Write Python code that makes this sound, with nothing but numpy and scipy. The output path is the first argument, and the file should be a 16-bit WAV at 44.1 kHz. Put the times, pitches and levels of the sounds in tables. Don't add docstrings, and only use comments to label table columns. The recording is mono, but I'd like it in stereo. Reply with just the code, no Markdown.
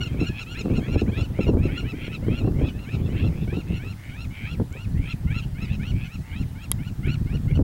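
import sys
import numpy as np
from scipy import signal
from scipy.fft import rfft, irfft, next_fast_len
from scipy.io import wavfile
from scipy.ndimage import uniform_filter1d

SR = 44100
rng = np.random.default_rng(int(sys.argv[2]) if len(sys.argv) > 2 else 0)


def invert_db(x):
    u = np.asarray(x, float) / 20
    return 10 ** u


def store_wav(level_fs):
    pcm = np.round(np.clip(np.atleast_2d(level_fs), -1, 1) * 32767)
    wavfile.write(sys.argv[1], SR, pcm.T.astype(np.int16))


N = 336483


def evened(x):
    return x / np.sqrt(np.mean(x ** 2) + 1e-20)


def read(points, hz):
    f, value = np.transpose(points)
    return np.interp(np.log(hz + 1), np.log(f + 1), value)


def add(mix, s, sound):
    part = mix[..., max(round(s * SR), 0):][..., :sound.shape[-1]]
    part += sound[..., :part.shape[-1]]


def drift(count, hz):
    raw = rng.standard_normal(count // 2048 * 2048 + 6000)
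    slow = signal.sosfilt(signal.butter(2, hz, fs=SR, output="sos"), raw)
    return evened(slow[3900:][:count])


def coloured(x, points):
    size = next_fast_len(N)
    gain = invert_db(read(points, np.fft.rfftfreq(size, 1 / SR)))
    return evened(irfft(rfft(x, size) * gain, size)[..., :N])


# top in seconds, climb in seconds, top in Hz,
# level in dB, closing fall in Hz.
CHIRPS = [(0.024, 0.027, 2910, -34.5, 430), (0.064, 0.022, 2846, -39.5, 520),
          (1.815, 0.025, 2870, -49.5, 300), (3.066, 0.013, 2700, -50, 400), (5.432, 0.017, 3155, -50, 600),
          (.205, .01, 2720, -41, 100), (5.745, 0.014, 3070, -53, 693), (0.233, 0.039, 2730, -40, 332),
          (0.276, 0.035, 2860, -37, 400), (0.418, 0.036, 2743, -37.5, 420), (0.535, 0.079, 2890, -42, 400),
          (0.65, .025, 2760, -53.5, 480), (0.779, 0.021, 2770, -38.5, 418),
          (0.999, 0.034, 2724, -39.5, 400), (1.006, 0.02, 2920, -43.5, 450), (1.243, 0.032, 2970, -45, 580),
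          (1.425, 0.026, 2736, -37, 400), (1.485, 0.025, 2836, -37.5, 280), (2.06, 0.055, 2865, -42, 382),
          (2.15, 0.03, 2670, -41.5, 448), (2.385, 0.1, 2826, -42, 200), (3.55, .012, 3050, -49.5, 100),
          (2.692, .012, 3050, -44.5, 250), (2.404, .015, 2620, -47, 260), (2.475, 0.05, 2780, -51.5, 250),
          (3.772, 0.044, 2875, -47, 300), (5.115, .025, 2783, -36.5, 680), (6.06, 0.019, 3040, -49, 250),
          (.416, .02, 2950, -46, 300), (1.79, .035, 2855, -38, 300), (.765, 0.021, 2900, -45.5, 350),
          (2.134, .012, 2980, -47, 690), (2.95, .035, 2870, -50, 690)]
SWEEPS = [(0.598, 0.057, 2300, 2800, -37.5), (0.94, 0.13, 2180, 2817, -44),
          (2.148, 0.072, 2450, 2703, -45.5), (5.113, .085, 2200, 2780, -43), (1.21, 0.089, 2224, 2770, -39),
          (1.66, 0.089, 2234, 2710, -43.5), (1.905, 0.077, 2150, 2673, -43),
          (2.678, .095, 2180, 2616, -45.5), (2.838, 0.11, 2490, 2800, -51), (2.94, .095, 2030, 2680, -45),
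          (3.27, 0.11, 2127, 2764, -47), (5.385, 0.12, 1980, 2784, -39.5), (5.64, 0.098, 1994, 2700, -45)]
STRAGGLER = [(3.6, 0.13, 2170, 2860, -45), (3.915, 0.13, 2136, 2793, -46),
             (4.235, 0.125, 2120, 2800, -45.5), (6.415, .11, 2103, 2814, -46.5),
             (4.532, 0.11, 2120, 2853, -43), (4.835, 0.122, 2087, 2900, -46.5),
             (5.9, 0.108, 2060, 2980, -43.5), (7.135, 0.108, 1986, 2957, -40.5)]
YELPS = [(1.792, 0.11, 2100, 2862, -39), (6.15, 0.11, 2026, 2804, -46), (6.645, 0.095, 2100, 2800, -47),
         (6.88, 0.1, 2006, 2936, -47.5), (7.358, 0.099, 2030, 2910, -45), (7.562, .09, 2000, 3000, -46.5)]
WHINES = [(0.322, .085, 2220, 2570, -44.5), (.11, .06, 3050, 3170, -49.5), (.595, 0.06, 2120, 2450, -48),
          (3.2, 0.059, 1400, 2550, -48), (5.7, 0.13, 2480, 3000, -55), (.865, 0.065, 3120, 3350, -48),
          (1.9, .065, 3100, 2900, -51), (3.13, 0.055, 2600, 3100, -53), (3.35, 0.033, 1750, 2100, -52),
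          (2.65, .05, 2100, 2900, -52), (0.89, 0.08, 1500, 2080, -47), (1, .06, 2220, 2600, -44.5),
          (2.255, 0.037, 1900, 2200, -51), (2.295, .035, 2830, 3200, -48.5), (1.1, 0.043, 1700, 2480, -46),
          (1.185, .075, 3150, 3800, -51), (1.96, 0.04, 1750, 2400, -47), (3.2, .06, 2050, 3300, -46),
          (7.09, .03, 2250, 2200, -43)]
HOARSE = [(1.76, .1, 1850, 2050, -48), (2.06, 0.11, 2376, 2480, -42.5), (7.1, .06, 2050, 2504, -45.5),
          (1.88, .05, 2700, 3070, -53), (3.575, 0.064, 3300, 3900, -54.5), (4.21, 0.053, 3400, 3810, -56.5),
          (4.44, .1, 1950, 2156, -48.5), (.985, 0.072, 2250, 2570, -48.5), (2.36, 0.091, 2900, 3360, -51.5),
          (2.675, 0.074, 3040, 3500, -49), (3.25, 0.11, 3040, 3410, -51), (.52, 0.074, 2900, 3310, -52),
          (1.2, 0.094, 3000, 3510, -49.5), (5.89, 0.053, 2900, 3196, -50), (0.205, 0.05, 2054, 2615, -43),
          (0.6, 0.04, 2290, 2595, -43), (0.76, 0.076, 2120, 2640, -45.5), (1.201, 0.045, 2280, 2630, -47),
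          (1.441, .11, 1900, 2580, -42.5), (1.74, 0.14, 2184, 2487, -47.5), (2.07, 0.14, 1940, 2205, -46),
          (2.68, .14, 2007, 2650, -49), (2.935, 0.07, 2300, 2593, -47.5), (3.22, 0.1, 2550, 2756, -44.5),
          (3.429, 0.17, 1976, 2650, -51.5), (3.765, 0.1, 2560, 2830, -45.5), (4.1, .145, 2050, 2250, -50),
          (4.47, 0.17, 2157, 2402, -43), (5.111, 0.17, 1780, 2594, -45), (5.429, 0.038, 2456, 2850, -49),
          (5.74, 0.079, 2350, 2696, -43.5), (4.52, 0.086, 2950, 3380, -51), (6.05, 0.14, 2200, 2570, -44.5),
          (6.34, 0.14, 1890, 2204, -50.5),
          (.14, .07, 2300, 2470, -53.5), (.39, .07, 2470, 2570, -39.5), (.4, 0.1, 3150, 3350, -53),
           (.7, 0.052, 2500, 2700, -52), (.95, .08, 2350, 2490, -49), (1.77, 0.055, 3050, 3400, -49),
           (2.07, 0.13, 3100, 3300, -49), (2.13, .06, 2350, 2610, -47), (3.0, .05, 2350, 2410, -54.5),
           (3.01, .06, 2950, 3050, -57), (3.06, 0.057, 3250, 3550, -56), (3.13, .065, 1800, 2360, -53),
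           (3.43, 0.057, 3150, 3600, -55.5), (4.37, .075, 2100, 2500, -48), (5.11, .07, 3000, 3350, -47),
           (7.53, .055, 1950, 2230, -51), (6.84, 0.057, 1900, 2500, -59), (2.33, .08, 1850, 2200, -52),
           (2.375, 0.037, 2400, 2500, -49), (2.6, 0.074, 1900, 2150, -53), (3.76, .14, 1950, 2200, -53),
           (4.08, .11, 1800, 1900, -55.5), (4.12, .06, 2850, 3100, -54.5), (5.36, .08, 1800, 2150, -51),
           (5.38, .05, 3100, 3400, -52), (5.68, .1, 2050, 2200, -52), (6.38, .07, 2800, 3250, -56),
           (6.62, 0.038, 2900, 3250, -54)]
SWEEP = dict(knee_at=.58, knee_up=.62, fall_s=0.0241, fall_hz=480,
             start_db=-11, knee_db=-1.5, top_db=0.5, end_db=-6)
PLUNGE = dict(knee_at=.46, knee_up=.5, fall_s=.027, fall_hz=954,
              start_db=-7.5, knee_db=1, top_db=-3.5, end_db=-6.5)
YELP = dict(knee_at=0.58, knee_up=.45, fall_s=0.0242, fall_hz=1000,
            start_db=-6, knee_db=-6, top_db=-0.5, end_db=-16)
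WHINE = dict(knee_at=0.45, knee_up=.65, fall_s=0.0054, fall_hz=3,
             start_db=-5.5, knee_db=-5.5, top_db=-2.5, end_db=-1.5)
RASP = dict(knee_at=.52, knee_up=0.62, fall_s=0.0277, fall_hz=260,
            start_db=-11, knee_db=-4, top_db=0.56, end_db=-13.5)


def pack():
    dry, hoarse = np.zeros((2, N))
    clear_calls = [chirp(*row) for row in CHIRPS]
    for table, shape in ((SWEEPS, SWEEP), (STRAGGLER, PLUNGE), (YELPS, YELP), (WHINES, WHINE)):
        clear_calls += [arch(*row, **shape) for row in table]
    for rows in clear_calls:
        add(dry, *twitter(rows, rows[-3][0], jitter=.004, rattle=.27, breath_db=-18,
                          dark_db=-0.45, side_db=0, under_db=1.5))
    for rows in [arch(*row, **RASP) for row in HOARSE]:
        add(hoarse, *twitter(rows, rows[-2][0], jitter=.01, rattle=.72, breath_db=-15,
                             dark_db=-1, side_db=-1, under_db=-9))
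    t = np.arange(3000) / SR
    scatter = rng.standard_normal((2, 3000)) * invert_db(-60 * t / 0.067) * (t > .002)
    scatter /= np.linalg.norm(scatter[0])
    port_lag_s = .00004
    direct = dry + np.array([np.roll(hoarse, round(port_lag_s * SR)), hoarse])
    grass = signal.oaconvolve((dry + hoarse)[None], scatter, axes=1)[:, :N]
    return direct * invert_db(np.array([[-1.2], [1.2]])) + invert_db(-6.0) * grass


def chirp(top_s, climb_s, top_hz, db, fall_hz):
    climb_hz_per_s, fall_s = 5500, 0.0214
    return [(top_s - climb_s, top_hz - climb_hz_per_s * climb_s, db - 5.5),
            (top_s, top_hz, db),
            (top_s + fall_s, top_hz - fall_hz, db - 6.5)]


def arch(top_s, climb_s, start_hz, top_hz, db,
         knee_at, knee_up, fall_s, fall_hz, start_db, knee_db, top_db, end_db):
    return [(top_s - climb_s, start_hz, db + start_db),
            (top_s - (1 - knee_at) * climb_s, start_hz + knee_up * (top_hz - start_hz), db + knee_db),
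            (top_s, top_hz, db + top_db),
            (top_s + fall_s, top_hz - fall_hz, db + end_db)]


# frequency in Hz, level in dB.
THROAT = [(600, -34), (1000, -21.5), (1450, -11.5), (2000, -9.5), (2800, -8), (3400, -11.5), (4200, -13),
          (5500, -20), (7000, -24), (9000, -39.5)]
# time in seconds, upper partials' slope in dB per octave.
FACING = [(0, 0), (.6, 2.5), (1.2, 0.5), (1.7, -4.5), (2.5, -4.5), (3.2, -2.5), (4.0, 2), (4.6, 2.5),
          (5.1, -4), (5.9, 2.5), (6.6, 3), (7.6, 1)]


def twitter(rows, break_s, jitter, rattle, breath_db, dark_db, side_db, under_db):
    s, hz, db = np.transpose(rows)
    t = np.arange(s[0], s[-1], 1 / SR)
    fall_hz = hz[-2] - hz[-1]
    plunging = fall_hz >= 700
    if hz.max() < 2580 or fall_hz < 30:
        break_s = s[-1] + 1
    since_break = t - break_s

    last = np.clip((t - s[-2]) / (s[-1] - s[-2]), 0, 1)
    bend = (last - last ** 2) * max(fall_hz, 0) * 0.73
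    near = np.clip((t - s[-3]) / (s[-2] - s[-3]), 0, 1)
    bend += (near - near ** 2) * (hz[-2] - hz[-3]) * 0.593 * (.6 if plunging else 1)
    pitch = uniform_filter1d(np.interp(t, s, hz) + bend, 300, mode="nearest")
    pitch *= 1 + jitter * drift(len(t), 130)

    dark_db = dark_db + (-9 if plunging else 1) * last + np.interp(s[-2], *np.transpose(FACING))
    shy_db = 77 * np.log2(np.maximum.accumulate(pitch) / pitch.max())

    low = 1 / (1 + np.exp(np.clip(since_break / 0.012, -30, 30)))
    peel = 1 + .15 * np.exp(np.minimum(since_break, 0) / .014)
    chaos = .25 * np.exp(-(since_break / .015) ** 2) * (break_s > s[0]) * (rattle < .5)

    beat = 2 * np.pi * np.cumsum(115 * (1 + .16 * drift(len(t), 25))) / SR
    grown = .15 + .85 * np.minimum((t - s[0]) / .06, 1)
    shake = grown * rattle * np.sin(beat + 1.78)

    whistle = 2 * np.pi * np.cumsum(pitch) / SR
    voice = (1 - chaos) * np.cos(whistle + 1.8 * shake)
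    breath = np.cos(.9 * whistle) + np.cos(1.2 * whistle) + .5 * np.cos(1.45 * whistle)
    voice += invert_db(breath_db) * drift(len(t), 220) * breath

    # cycles per beat, share, fold rate, lift in dB, slope in dB per octave
    voices = ((3, low, pitch * peel / 3, 6.4, -17.5), (2, 1 - low, pitch / 2, 2.4, 2))
    for beats, share, fold_hz, lift_db, slope_db in voices:
        turn = 2 * np.pi * np.cumsum(fold_hz) / SR
        flicker = rng.standard_normal((3 * beats, 30))
        waver_db = [3 * np.interp(t - s[0], np.arange(30) / 70, row) for row in flicker]
        for k in range(1, 3 * beats + 1):
            if k == beats:
                continue
            octaves_up = max(np.log2(k / beats), 0)
            slope = slope_db + dark_db + shy_db * (k > 4 or beats == 2)
            tone_db = read(THROAT, k * fold_hz) + slope * octaves_up
            tone_db = tone_db + waver_db[k - 1] * (1 if k > beats else .5)
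            tone_db = tone_db + lift_db + side_db + under_db * (k < beats)
            voice += share * invert_db(tone_db) * np.cos(k * turn + k * k + shake)

    voice *= 1 + grown * rattle * np.cos(beat)
    voice *= 1 + (invert_db(-17) + chaos) * drift(len(t), 180)
    edge = np.clip(np.minimum((t - s[0]) / (1 + 2 * rattle), s[-1] - t) / .006, 0, 1)
    level_db = np.interp(t, s, db) + (last - last ** 2) * max(db[-2] - db[-1], 0)
    return s[0], np.sqrt(2) * invert_db(level_db + 2.0 * drift(len(t), 72)) * voice * edge


# frequency in Hz, level in dB per Hz.
RUMBLE = [(8.8, -20), (15, -10.5), (54, -2), (103, 0), (130, -2), (162, -4), (258, -14), (500, -36),
          (650, -36.5), (1100, -120)]
# frequency in Hz, level in dB per Hz.
FLUTTER = [(60, -64), (150, -10.5), (250, 0.5), (400, -6), (700, -16.5), (1200, -30.5), (2500, -65)]
# time in seconds, level in dB.
GUSTY = [(0, -12.5), (2.6, -10.5), (3.7, -17.5), (4.2, -19), (5.5, -23.5), (7.0, -29.5), (7.63, -18.5)]
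# time in seconds, peak in dB.
SLAPS = [(0.143, -20.5), (0.212, -8.5), (0.656, -12), (0.704, -10.5), (0.782, -10), (0.957, -7),
         (1.016, -11), (1.39, -6.5), (1.488, -1.5), (1.5, -19), (1.541, -11.5), (1.568, -9.5), (1.652, -12),
         (2.226, -24), (2.282, -10.5), (2.444, -12.5), (2.473, -4), (2.612, -13.5), (3.245, -21),
         (3.475, -20), (3.526, -13.5), (3.568, -12), (3.7, -22), (4.598, -6.5), (4.752, -23.5), (6.19, -40),
         (7.071, -23), (7.59, -4)]
# time in seconds, peak in dB.
SNAPS = [(0.146, -30), (0.191, -29), (0.213, -21.5), (0.658, -21.5), (0.682, -24), (0.7, -22), (0.778, -27),
         (0.794, -22), (0.828, -27), (0.946, -25), (0.958, -19), (1.02, -23), (1.08, -26), (1.389, -19),
         (1.469, -22), (1.49, -18), (1.54, -30), (1.57, -19.5), (1.655, -23), (1.833, -29.5), (2.08, -25.5),
         (2.226, -33), (2.267, -26), (2.283, -16), (2.433, -32), (2.444, -24), (2.48, -16.5), (2.522, -27),
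         (2.577, -32), (2.601, -29), (2.657, -29), (3.09, -25), (3.13, -30), (3.245, -30), (3.309, -41),
         (3.327, -32), (3.386, -34), (3.413, -34.5), (3.475, -34), (3.53, -30), (3.568, -32), (3.712, -34),
         (3.837, -34), (4.6, -24), (4.752, -38), (6.714, -35), (7.575, -22), (7.593, -17.5)]


def wind():
    t = np.arange(N) / SR
    rumble_db = gusts(t)
    flutter_db = rumble_db + 0.19 * (rumble_db + 42.5) + np.interp(t, *np.transpose(GUSTY))
    lumps = drift(N, 23.4)
    a, b, c = rng.standard_normal((3, 3, N))
    rumble = coloured(ports(a[0], a[1:], 0.94, 0.00063) * invert_db(3.84 * lumps), RUMBLE)
    flutter_lumps = invert_db(3.17 * lumps + 2.6 * drift(N, 46))
    flutter = coloured(ports(b[0], b[1:], 0.77, 0.00066) * flutter_lumps, FLUTTER)

    blows, fronts = np.zeros((2, N))
    blow = np.exp(-t[:2000] / 0.011) * (1 - np.exp(-t[:2000] / 0.0005))
    for s, db in SLAPS:
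        add(blows, s, invert_db(db + 16) * blow)
    band = signal.butter(3, [70, 380], "bandpass", fs=SR, output="sos")
    slaps = signal.sosfilt(band, ports(c[0] * blows, c[1:] * blows, 0.75, 0.0003))

    u = t[:600] / 0.00061
    swing = u * (2 - u) * np.exp(-u) * 3
    for (s, db), sign in zip(SNAPS, rng.choice([-1, 1], len(SNAPS))):
        add(fronts, s, sign * invert_db(db + 6.5) * swing)
    fronts = signal.sosfilt(signal.butter(2, 1050, fs=SR, output="sos"), fronts)
    snaps = np.array([fronts, np.roll(fronts, round(0.00056 * SR))])
    return rumble * invert_db(rumble_db) + flutter * invert_db(flutter_db) + slaps + snaps


# time in seconds, rumble in dB.
LULL = [(0.0, -26), (0.45, -41.5), (0.9, -33), (1.65, -27), (1.96, -30), (2.4, -29), (2.8, -31.5),
        (3.5, -26), (4.0, -35), (5.2, -35.5), (5.8, -24.5), (6.13, -50), (6.6, -33.5), (7.0, -25.5),
        (7.63, -28.5)]
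# time in seconds, peak rumble in dB, seconds to lose 10 dB on either side.
GUSTS = [(0.21, -20, 0.08), (0.701, -20.5, 0.15), (0.97, -18, 0.13), (1.1, -23, 0.03), (1.21, -20, 0.05),
         (1.39, -30, 0), (1.49, -21.5, 0.09), (1.57, -16, 0.14), (2.28, -24, 0.15), (2.49, -21.5, 0.19),
         (2.629, -21, 0.08), (3.14, -22.5, 0.21), (3.27, -18.5, 0.08), (3.71, -20.5, 0.06),
         (3.87, -24.5, 0.03), (4.11, -26, 0.01), (4.27, -31.5, .09), (4.45, -26, 0.06),
         (4.592, -16.5, 0.04), (5.0, -23.5, 0.2), (5.32, -22.5, 0.11), (5.66, -23.5, 0.09),
         (5.94, -20, 0.1052), (6.2, -23, 0.04), (6.42, -23, 0.1), (6.76, -29, 0.1), (6.92, -26, 0),
         (7.079, -19, 0.02), (7.37, -21, 0.13), (7.63, -11, 0.1134)]


def gusts(t):
    s, db, fade_s = np.transpose(GUSTS)[..., None]
    slow = t[::64]
    lull_power = invert_db(np.interp(slow, *np.transpose(LULL))) ** 2
    gust_power = (invert_db(db - 10 * abs(slow - s) / fade_s) ** 2).sum(0)
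    return np.interp(t, slow, 10 * np.log10(lull_power + gust_power))


def ports(shared, own, share, lag_s):
    share = np.clip(share, 0, 1)
    passing = np.array([shared, np.roll(shared, round(lag_s * SR))])
    return share * passing + np.sqrt(1 - share ** 2) * own


# time in seconds, level in dB, extra dB of the low ringing tones,
# pitch as a share of the usual.
TICKS = [
    (2.249, -49, 3, .99),
    (4.7268, -39, -30, .63),
    (6.7158, -9, -1, 0.97),
    (7.07, -46, -30.5, .99),
]
# frequency in Hz, level in dB, seconds to fall by 60 dB.
BODY = [(1170, -12, 0.01), (2050, -21, 0.026), (3370, -11.5, 0.018), (3900, -17, 0.025), (5000, -17, 0.017),
        (7720, -7, 0.0045), (11030, 12, 0.0018), (12500, -11, 0.003), (15000, -14, 0.0035)]


def camera():
    t, out = np.arange(2500) / SR, np.zeros(N)
    for s, tick_db, low_db, share in TICKS:
        ring = np.zeros(len(t))
        for hz, db, t60 in BODY:
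            ring += invert_db(db + low_db * (hz < 6000) - 60 * t / t60) * np.sin(2 * np.pi * hz * share * t)
        onset = 1 - np.exp(-t / 0.00022)
        add(out, s, invert_db(tick_db) * ring * onset * (1.19 + 0.49 * drift(len(t), 1650)))
    return out * invert_db(np.array([[1.6], [-1.6]]))


# frequency in Hz, level in dB per Hz.
HISS = [(180, -34), (300, -30), (372, -13.5), (713, -10), (900, -8.5), (994, -13.5), (1870, -13.5),
        (2140, -18.5), (3190, -19.5), (5800, -24), (16000, -28)]
# frequency in Hz, likeness from 0 to 1.
HISS_SAME = [(400, 0.83), (1500, 0.54), (6000, 0.77), (10000, 0.84), (15000, 0.94)]


def hiss():
    hiss_db, scan_hz, scan_db = -52.5, 15734, -74
    frames, hz = N // 128 + 5, np.fft.rfftfreq(512, 1 / SR)
    a, b, c, d, patches = rng.standard_normal((frames, 257, 5)).T
    patches = evened(uniform_filter1d(uniform_filter1d(patches, 8, 0), 20, 1))
    same = np.clip(read(HISS_SAME, hz), -1, 1)[:, None]
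    left = a + 1j * b
    right = same * left + np.sqrt(1 - same ** 2) * (c + 1j * d)
    z = np.array([left, right]) * invert_db(read(HISS, hz)[:, None] + 1.6 * patches)
    noise = evened(signal.istft(z, nperseg=512, noverlap=384)[1][:, :N])
    scan = np.sqrt(2) * invert_db(scan_db) * np.sin(2 * np.pi * scan_hz * np.arange(N) / SR)
    return invert_db(hiss_db) * noise * invert_db(np.array([[.9], [-.9]])) + scan


# start in seconds, length in seconds, pitch in Hz, level in dB.
COOS = [
    (6.22, 0.18, 898, -64),
    (6.467, 0.19, 883, -64.5),
]


def dove():
    out = np.zeros(N)
    for s, length, hz, db in COOS:
        t = np.arange(0, length, 1 / SR)
        add(out, s, invert_db(db + 7.5) * np.sin(2 * np.pi * hz * t) * np.sin(np.pi * t / length))
    return out


def scene():
    return pack() + wind() + hiss() + camera() + dove()


def top_cut(x):
    return signal.sosfilt(signal.butter(12, 16940, fs=SR, output="sos"), x)


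def record(dry):
    power_db = 10 * np.log10(abs(uniform_filter1d((dry ** 2).mean(0), 200)) + 1e-12)
    fall = np.arange(N) * 300. / SR
    over_db = np.maximum(np.maximum.accumulate(power_db + fall) - fall + 17, 0)
    ducked = dry / invert_db(.5 * uniform_filter1d(over_db, 100))
    ducked = ducked * np.minimum(np.arange(N)[::-1] / 300, 1)
    treble_cut = signal.firwin(255, 16300, fs=SR)
    finished = signal.oaconvolve(ducked, treble_cut[None], "same", axes=1)
    return top_cut(finished)


dry = scene()
out = record(dry)
store_wav(out)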